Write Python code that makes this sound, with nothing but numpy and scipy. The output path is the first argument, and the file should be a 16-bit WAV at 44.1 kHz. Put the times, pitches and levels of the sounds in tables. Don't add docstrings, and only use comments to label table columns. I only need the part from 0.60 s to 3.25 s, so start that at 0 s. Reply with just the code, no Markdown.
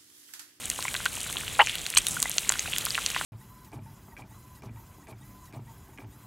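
import sys
import numpy as np
from scipy import signal
from scipy.fft import rfft, irfft
from scipy.io import wavfile

SR = 44100
rng = np.random.default_rng(int(sys.argv[2]) if len(sys.argv) > 2 else 0)


def waveform_to_disk(signal):
    frames = np.transpose(np.atleast_2d(signal))
    scaled = np.clip(frames, -1, 1) * 32767
    samples = np.round(scaled).astype(np.int16)
    wavfile.write(sys.argv[1], SR, samples)


N = 116865

# t/s, treble level/dB before FIZZ_DB, middle level/dB before SIMMER_DB
VIGOUR = [(0.0, -40, -42.5), (0.32, -39.5, -41.5), (0.94, -40.5, -41), (1.3, -42, -41.5),
          (1.78, -39, -40.5), (2.35, -38, -37.5), (2.65, -39.5, -37.5)]
# f/Hz, relative gain/dB
FIZZ_SPECTRUM = [(3500, -24), (5000, -8), (6500, -2), (8300, 1), (10000, -2.5), (12500, -8), (15500, -13)]
SIMMER_SPECTRUM = [(500, 0), (900, -10.5), (1400, -5.5), (2200, 0), (3200, 2.5), (4000, 0), (5000, -10),
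                   (7000, -15)]
# f/Hz, relative gain/dB
BLIP_SPECTRUM = [(500, 7), (1500, -4.0), (2500, 9.5)]
TINK_SPECTRUM = [(3000, 4.5), (5000, -7.5), (7000, 3.5), (11000, -10.5)]
# t/s, level/dB before SNAP_DB, f/Hz, cycles to -60 dB
SNAPS = [(0.0557, -13, 8300, 11), (0.1009, -2.5, 7920, 4.3), (.115, -23.5, 2885, 7.3),
         (0.2063, -18.5, 4900, 5.5), (.226, -13, 4800, 1.3), (0.281, -21, 8200, 5.4),
         (0.3425, -10.5, 2610, 0.79), (0.3646, -16.5, 3930, 8.4), (0.456, -8, 5500, 1.3),
         (.554, -16, 8600, 7.7), (0.5687, -23.5, 3020, 8.6), (0.6145, -17.5, 7600, 6.5),
         (0.6144, -28.5, 3270, 9.4), (.632, -15, 8850, 8.7), (0.67, -21, 8900, 6), (0.6904, -29, 2630, 4.5),
         (.700, -16.5, 7950, 2.9), (0.727, -12.5, 8850, 4.5), (0.7693, -15.5, 3260, 7.3),
         (0.784, -18.5, 7100, 1.6), (0.8098, -25.5, 2440, 6.6), (0.869, -25.5, 3060, 8),
         (1.0632, -14, 6700, 6.8), (1.0715, -15.5, 2470, 13), (1.0956, -15, 3180, 7.4),
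         (1.1543, -17, 3500, 8.1), (1.1548, -13, 11800, 6), (1.184, -18, 4860, 3.9),
         (1.2162, -19, 6500, 2.5), (1.265, -10, 4550, 1.9), (1.3025, -8, 9200, 4), (1.3499, -11, 8030, 9.5),
         (1.3731, -4, 7500, 2.2), (1.3905, -18, 4700, 1.8), (1.4683, -3, 6030, 1.1),
         (1.4852, -8.5, 10000, 18), (1.544, -16, 10500, 7), (1.6021, -8.5, 8280, 8),
         (1.6202, -10, 8100, 14), (1.6277, 2.5, 7800, 2.1), (1.6963, -7.5, 10900, 7.4),
         (1.7154, -11.5, 6540, 5.8), (1.7825, -1, 5030, 2.8), (1.7826, -7.5, 5800, 20),
         (1.893, -11.5, 2380, 0.72), (1.8933, 0.5, 7330, 11.4), (1.9221, -6.5, 5170, 1.1),
         (1.9392, -17, 3200, 2.9), (1.9933, -9, 5300, 3.7), (1.9944, -10.5, 6500, 28),
         (2.1318, -17.5, 3360, 10), (2.1357, -16.5, 2640, 7), (2.163, -13.5, 3170, 3.8),
         (2.1839, -2, 7440, 0.67), (2.2529, -3.5, 10900, 6.3), (2.2619, -13.5, 4600, 5.9),
         (2.3471, -13, 4030, 4.5), (2.3521, -15.5, 2690, 11), (2.4626, -2, 5760, 3.6),
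         (2.5024, -12, 4800, 1.28), (2.5472, -17.5, 2620, 7)]
# t/s, level/dB before PLOP_DB, starting f/Hz, cycles to -60 dB
PLOPS = [(.190, -18.5, 950, 3.8), (0.2528, -23.5, 980, 13), (0.2524, -20.5, 2100, 24),
         (0.2816, -16.5, 2240, 35), (0.3506, -13.5, 2320, 5.4), (0.3524, -21, 1600, 11),
         (.403, -24, 1420, 6.8), (0.4594, -11.5, 1490, 19), (0.4623, -8, 2900, 3.4), (.664, -28, 1450, 6),
         (0.699, -25.5, 1200, 5.1), (.758, -27.5, 1160, 7.1), (.834, -27, 1460, 8.9), (0.88, -16, 2870, 9),
         (.951, -23, 3720, 16), (1.339, -17.5, 2320, 7.7), (1.3607, -17.5, 2880, 13.4),
         (1.3691, -9.5, 4260, 30), (1.4707, -26, 3686, 280), (1.568, -20.5, 1440, 28),
         (1.6562, -24, 820, 7.2), (1.656, -21.5, 1991, 48), (1.765, -31, 564, 5.6),
         (1.9018, -10, 1510, 1.4), (1.921, -17.5, 1570, 7), (1.956, -22.5, 1490, 7.6),
         (2.058, -23.5, 1510, 8.3), (2.082, -32, 720, 14), (2.2681, -20, 1250, 8.2),
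         (2.3057, -10.5, 4773, 31.5), (2.3789, -10.5, 1640, 4.4), (2.3853, -17, 1310, 9),
         (2.5626, -16.5, 1900, 16), (2.5635, -17, 1050, 7.8), (2.6123, -11, 1470, 3.1)]
# t/s, length/s, level/dB before the swell, centre f/Hz
SPUTTERS = [(1.037, 0.16, -37, 2760), (1.451, 0.18, -37, 8060), (2.546, 0.055, -35, 3170)]
# t/s, length/s, peak level/dB, first f/Hz, last f/Hz
CAVITIES = [(0.9915, 0.0044, -18, 1330, 1400), (.9945, 0.015, -10, 1505, 2517),
            (.9955, 0.0058, -10.5, 926, 775), (1.0003, 0.0089, -9, 915, 770),
            (1.0063, .006, -17, 2635, 2940), (1.0108, 0.011, -14.5, 790, 976),
            (1.013, 0.0071, -14.5, 2940, 3050)]
# f/Hz, relative gain/dB
BLURT_SPECTRUM = [(250, -21), (480, -5.5), (800, 1), (1400, 2), (2200, -5.5), (3100, -4.5), (4200, -17),
                  (5500, -31)]
# t/s, length/s, mean level/dB before the final band-pass, centre f/Hz
JETS = [(1.3708, 0.0025, -18.5, 1350), (1.3699, 0.0045, -13.5, 3060), (1.3733, 0.0018, -13, 7600),
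        (1.3756, 0.0014, -8, 6900), (1.381, .003, -14.5, 8500), (1.3817, 0.0045, -22.5, 3870),
        (1.3835, 0.00286, -23, 2260), (1.384, 0.0018, -15, 9500)]
# f/Hz, width/Hz, relative level/dB
CRATER = [(1260, 280, 3), (2510, 310, 2), (3050, 240, -2.5), (4230, 540, 9), (6470, 550, 3),
          (8140, 450, 3.5), (9500, 340, -8), (11400, 1400, -14)]
# f/Hz, relative gain/dB
FIRE_MID = [(20, -15), (45, -0.5), (140, -1.5), (350, -10.5), (1600, -16.5), (2200, -48)]
FIRE_SIDE = [(35, -2.5), (160, -1), (450, -8.5), (1400, -19.5)]
# f/Hz, relative gain/dB
MIC_HISS = [(10500, -11), (12000, 0), (15500, -6)]

TIME = np.arange(N) / SR
SHORT = TIME[:SR // 16]
TOP_HZ = SR / 2.2
SIDES = np.array([[1], [-1]])

FIZZ_DB, FIZZ_PER_S, FIZZ_SPREAD_DB, FIZZ_HISS_DB = -1.26, 2600, 3.5, -3.5
SIMMER_DB, SIMMER_PER_S, SIMMER_SPREAD_DB, SIMMER_HISS_DB = -1.76, 2200, 3.0, -1.5
BLIPS_PER_S, BLIP_SPREAD_DB, BLIP_DB = 130, 3.5, -51
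TINKS_PER_S, TINK_SPREAD_DB, TINK_DB = 170, 3.5, -46
SPUTTERS_PER_S = 4500
SNAP_DB, SNAP_CRACK_DB, SNAP_BODY_DB, SNAP_BODY_HZ, POP_TOP_HZ = 1.5, -27.5, -31, 1900, 11400
TEAR_S, TEAR_DB = 0.000638, -16
BUILD_UP_SHARE = 0.035
WALL_DELAY_S, WALL_SHARE = 0.00044, 0.29
PLOP_DB, PLOP_FILM_DB = -0.5, -18
PLOP_RISE, PLOP_ATTACK_CYCLES = 0.11, 0.23
PLOP_WOBBLE, PLOP_WOBBLE_HZ = 0.3, 257
BLURT_S, BLURT_LENGTH_S, BLURT_EDGE_S, FLAPS_PER_S = 0.9915, 0.0305, 0.00086, 1200
BLURT_DB, BLURT_LEFT_DB = -19.5, 0.37
AFTER_RING_HZ, AFTER_RING_CYCLES, AFTER_RING_DB = 915, 22, -16
BLURT_LOW_HZ, SPIT_LOW_HZ = 470, 1100
JET_EDGE_S, JET_OCTAVES, JET_DROPS_PER_S = 0.00027, 0.38, 5900
DIP_HZ, DIP_Q, DIP_DEPTH = 5125, 4.7, 0.53
SCATTER_DB, SCATTER_T60_S, POP_WIDTH_DB = -15.5, 0.025, -27.5
GROUND_DB, GROUND_T60_S = -19, 0.076
FIRE_DB, FIRE_WIDTH_DB, FIRE_FLUTTER_DB, FIRE_LEFT_DB = -47.5, -5, 1.5, 0.54
MIC_HISS_DB, CUTOFF_HZ = -61, 16700


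def from_db(db):
    return 10 ** (np.asarray(db) / 20)


def rms_one(x):
    return x / np.sqrt(np.mean(x ** 2) + 1e-20)


def peak_one(x):
    return x / abs(x).max()


def add(out, s, sound):
    i = int(s * SR)
    out[i:i + len(sound)] += sound[:N - i]


def butter(x, order, edges, kind):
    return signal.sosfilt(signal.butter(order, edges, kind, fs=SR, output="sos"), x)


def colour(x, spectrum):
    hz, db = np.transpose(spectrum)
    octave = np.log2(np.fft.rfftfreq(len(x), 1 / SR) + 1)
    known = np.log2(hz)
    skirt = 18 * abs(octave - np.clip(octave, known[0], known[-1]))
    gain = from_db(np.interp(octave, known, db) - skirt)
    return rms_one(irfft(rfft(x) * gain, len(x)))


def drift(rate_hz):
    step = 40
    r = np.exp(-2 * np.pi * rate_hz * step / SR)
    noise = rng.standard_normal(N // step + 2002)
    slow = signal.lfilter([1], [1, -2 * r, r * r], noise)[2000:]
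    return np.interp(np.arange(N) / step, np.arange(len(slow)), rms_one(slow))


def ping(hz, cycles, rise=0, attack_s=0):
    tone = np.sin(2 * np.pi * hz * SHORT * (1 + rise * SHORT / 2))
    decay = np.exp(-np.log(1000) * SHORT * hz / cycles)
    attack = 1 - np.exp(-SHORT / (attack_s + 1e-9))
    return peak_one(tone * decay * attack)


def burst(hz, cycles):
    edges = [hz / 2.21, min((1 + 4 / cycles) * hz, TOP_HZ)]
    ring = ping(hz, cycles, attack_s=BUILD_UP_SHARE * cycles / hz)
    return peak_one(butter(ring, 2, edges, "band"))


def grains(per_s, spread_db, low_hz, high_hz, cycles):
    excess = np.minimum(rng.exponential(1, N), 5.5)
    sizes = from_db(spread_db * excess) * rng.choice([-1, 1], N)
    clicks = sizes * (rng.random(N) < per_s / SR)
    dealt = rng.integers(0, 20, N)
    out = np.zeros(N)
    for k, hz in enumerate(np.geomspace(low_hz, high_hz, 20)):
        r = np.exp(-np.log(1000) * hz / cycles / SR)
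        poles = [1, -2 * r * np.cos(2 * np.pi * hz / SR), r * r]
        ringing = signal.lfilter([1, 0, -1], poles, clicks * (dealt == k) + 1e-18)
        out += np.sqrt(hz * (1 - r)) * ringing
    return rms_one(out)


def sizzle():
    s, treble_db, middle_db = np.transpose(VIGOUR)
    fizz = grains(FIZZ_PER_S, FIZZ_SPREAD_DB, 3400, TOP_HZ, cycles=3.77)
    fizz = fizz + from_db(FIZZ_HISS_DB) * rng.standard_normal(N)
    simmer = grains(SIMMER_PER_S, SIMMER_SPREAD_DB, 916, 5740, cycles=14.3)
    simmer = simmer + from_db(SIMMER_HISS_DB) * rng.standard_normal(N)
    blips = colour(grains(BLIPS_PER_S, BLIP_SPREAD_DB, 710, 2690, cycles=9.9), BLIP_SPECTRUM)
    fizz_db = np.interp(TIME, s, treble_db) + FIZZ_DB + 0.5 * drift(13.0)
    simmer_db = np.interp(TIME, s, middle_db) + SIMMER_DB + 0.47 * drift(21)
    frying = from_db(fizz_db) * colour(fizz, FIZZ_SPECTRUM)
    frying += from_db(simmer_db) * colour(simmer, SIMMER_SPECTRUM)
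    return frying + from_db(BLIP_DB) * blips


def snaps():
    out = np.zeros(N)
    crack = from_db(SNAP_CRACK_DB) * burst(5300, 0.56)
    variations = rng.uniform(0.56, 1.7, (len(SNAPS), 4))
    for (s, db, hz, cycles), (lead, detune, size, path) in zip(SNAPS, variations):
        tear = burst(hz * np.sqrt(detune) * 0.82, cycles)
        add(out, s - lead * TEAR_S, from_db(db + TEAR_DB) * tear)
        knock = from_db(SNAP_BODY_DB) * burst(SNAP_BODY_HZ * size, 17.0)
        snap = from_db(db + SNAP_DB) * (burst(hz, cycles) + crack + knock)
        add(out, s, snap)
        add(out, s + path * WALL_DELAY_S, WALL_SHARE * snap)
    return butter(out, 1, POP_TOP_HZ, "low")


def plops():
    out = np.zeros(N)
    shake = colour(rng.standard_normal(N), [(40, 0), (PLOP_WOBBLE_HZ, 0)])
    tick = from_db(PLOP_FILM_DB) * burst(2900, 1.1)
    for s, db, hz, cycles in PLOPS:
        wobble = np.roll(shake, -int(s * SR))[:len(SHORT)]
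        wobble = wobble * np.minimum(SHORT * PLOP_WOBBLE_HZ, 1)
        ring = ping(hz, cycles, PLOP_RISE * hz / cycles, PLOP_ATTACK_CYCLES / hz)
        tone = butter(ring * (1 + PLOP_WOBBLE * wobble), 2, hz / 2, "high")
        add(out, s, from_db(db + PLOP_DB) * (tone + tick))
    return out


def blurt():
    flaps = rng.choice([-1, 1], N) * (rng.random(N) < FLAPS_PER_S / SR)
    flaps = flaps + 0.079 * rng.standard_normal(N)
    end_s = BLURT_S + BLURT_LENGTH_S
    gate = np.clip(np.minimum(TIME - BLURT_S, end_s - TIME) / BLURT_EDGE_S, 0, 1)
    flapping = colour(flaps, BLURT_SPECTRUM) * gate
    out = from_db(BLURT_DB) * butter(flapping, 2, BLURT_LOW_HZ, "high")
    after_ring = ping(AFTER_RING_HZ, AFTER_RING_CYCLES, attack_s=1 / AFTER_RING_HZ)
    add(out, end_s, from_db(AFTER_RING_DB) * after_ring)
    for s, length, db, first_hz, last_hz in CAVITIES:
        u = np.linspace(0, 1, int(length * SR))
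        phase = 2 * np.pi * np.cumsum(first_hz + (last_hz - first_hz) * u) / SR
        add(out, s, from_db(db) * np.sin(np.pi * u) * np.sin(phase))
    return out


def spit():
    out = np.zeros(N)
    for s, length, db, centre_hz in JETS:
        t = SHORT[:int(length * SR)]
        noise = rng.standard_normal(len(t))
        droplets = rng.random(len(t)) < JET_DROPS_PER_S / SR
        edges = np.minimum(np.minimum(t, length - t) / JET_EDGE_S, 1)
        push = np.pad(noise * (0.08 + droplets) * edges, (0, len(SHORT) - len(t)))
        jet = np.zeros(len(SHORT))
        for hz, width_hz, level_db in CRATER:
            ring = signal.lfilter(*signal.iirpeak(hz, hz / width_hz, fs=SR), push)
            nearness = np.exp(-(np.log2(hz / centre_hz) / JET_OCTAVES) ** 2)
            jet += rms_one(ring) * from_db(level_db) * nearness
        add(out, s, from_db(db) * rms_one(jet) * np.sqrt(len(t) / len(SHORT)))
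    return butter(out, 2, [SPIT_LOW_HZ, POP_TOP_HZ], "band")


def sputters():
    out = np.zeros(N)
    for s, length, db, hz in SPUTTERS:
        spray = grains(SPUTTERS_PER_S, 4.0, hz / 2.04, hz * 2.0, cycles=3.33)
        spray = colour(spray, [(hz / 1.26, 0), (hz * 1.03, 0)])
        swell = np.sin(np.pi * np.clip((TIME - s) / length, 0, 1) ** 0.62)
        out += from_db(db) * spray * swell
    return out


def tinks():
    bubbles = grains(TINKS_PER_S, TINK_SPREAD_DB, 3450, 11360, cycles=23)
    return from_db(TINK_DB) * colour(bubbles, TINK_SPECTRUM)


def hollow(x):
    notched = signal.lfilter(*signal.iirnotch(DIP_HZ, DIP_Q, fs=SR), x)
    return x + DIP_DEPTH * (notched - x)


def echoes(x, t60, low_hz, high_hz):
    t = TIME[:SR // 4]
    spray = butter(rng.standard_normal(len(t)), 1, [low_hz, high_hz], "band")
    spray = spray * from_db(-60 * t / t60) * (t > 0.0004)
    return signal.fftconvolve(x, spray / np.linalg.norm(spray))[:N]


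def fire():
    mid = colour(rng.standard_normal(N), FIRE_MID)
    side = colour(rng.standard_normal(N), FIRE_SIDE)
    level_db = FIRE_DB + FIRE_FLUTTER_DB * drift(5.0) + FIRE_LEFT_DB * SIDES
    return from_db(level_db) * (mid + from_db(FIRE_WIDTH_DB) * side * SIDES)


def scene():
    steam = blurt()
    pops = hollow(snaps() + plops() + spit()) + steam
    width = from_db(POP_WIDTH_DB) * echoes(pops, SCATTER_T60_S, 270, TOP_HZ)
    side = SIDES * (width + (from_db(BLURT_LEFT_DB) - 1) * steam)
    pops = pops + from_db(SCATTER_DB) * echoes(pops, SCATTER_T60_S, 1500, 16000)
    frying = sizzle() + tinks() + sputters()
    ground = from_db(GROUND_DB) * echoes(pops, GROUND_T60_S, 467, 3900)
    return pops + side + ground + frying + fire()


def record(dry):
    hiss = np.array([colour(rng.standard_normal(N), MIC_HISS) for _ in range(2)])
    clipped = np.clip(dry + from_db(MIC_HISS_DB) * hiss, -0.95, 0.95)
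    top_cut = signal.cheby2(16, 60, CUTOFF_HZ, fs=SR, output="sos")
    return signal.sosfilt(top_cut, clipped)


dry = scene()
out = record(dry)
waveform_to_disk(out)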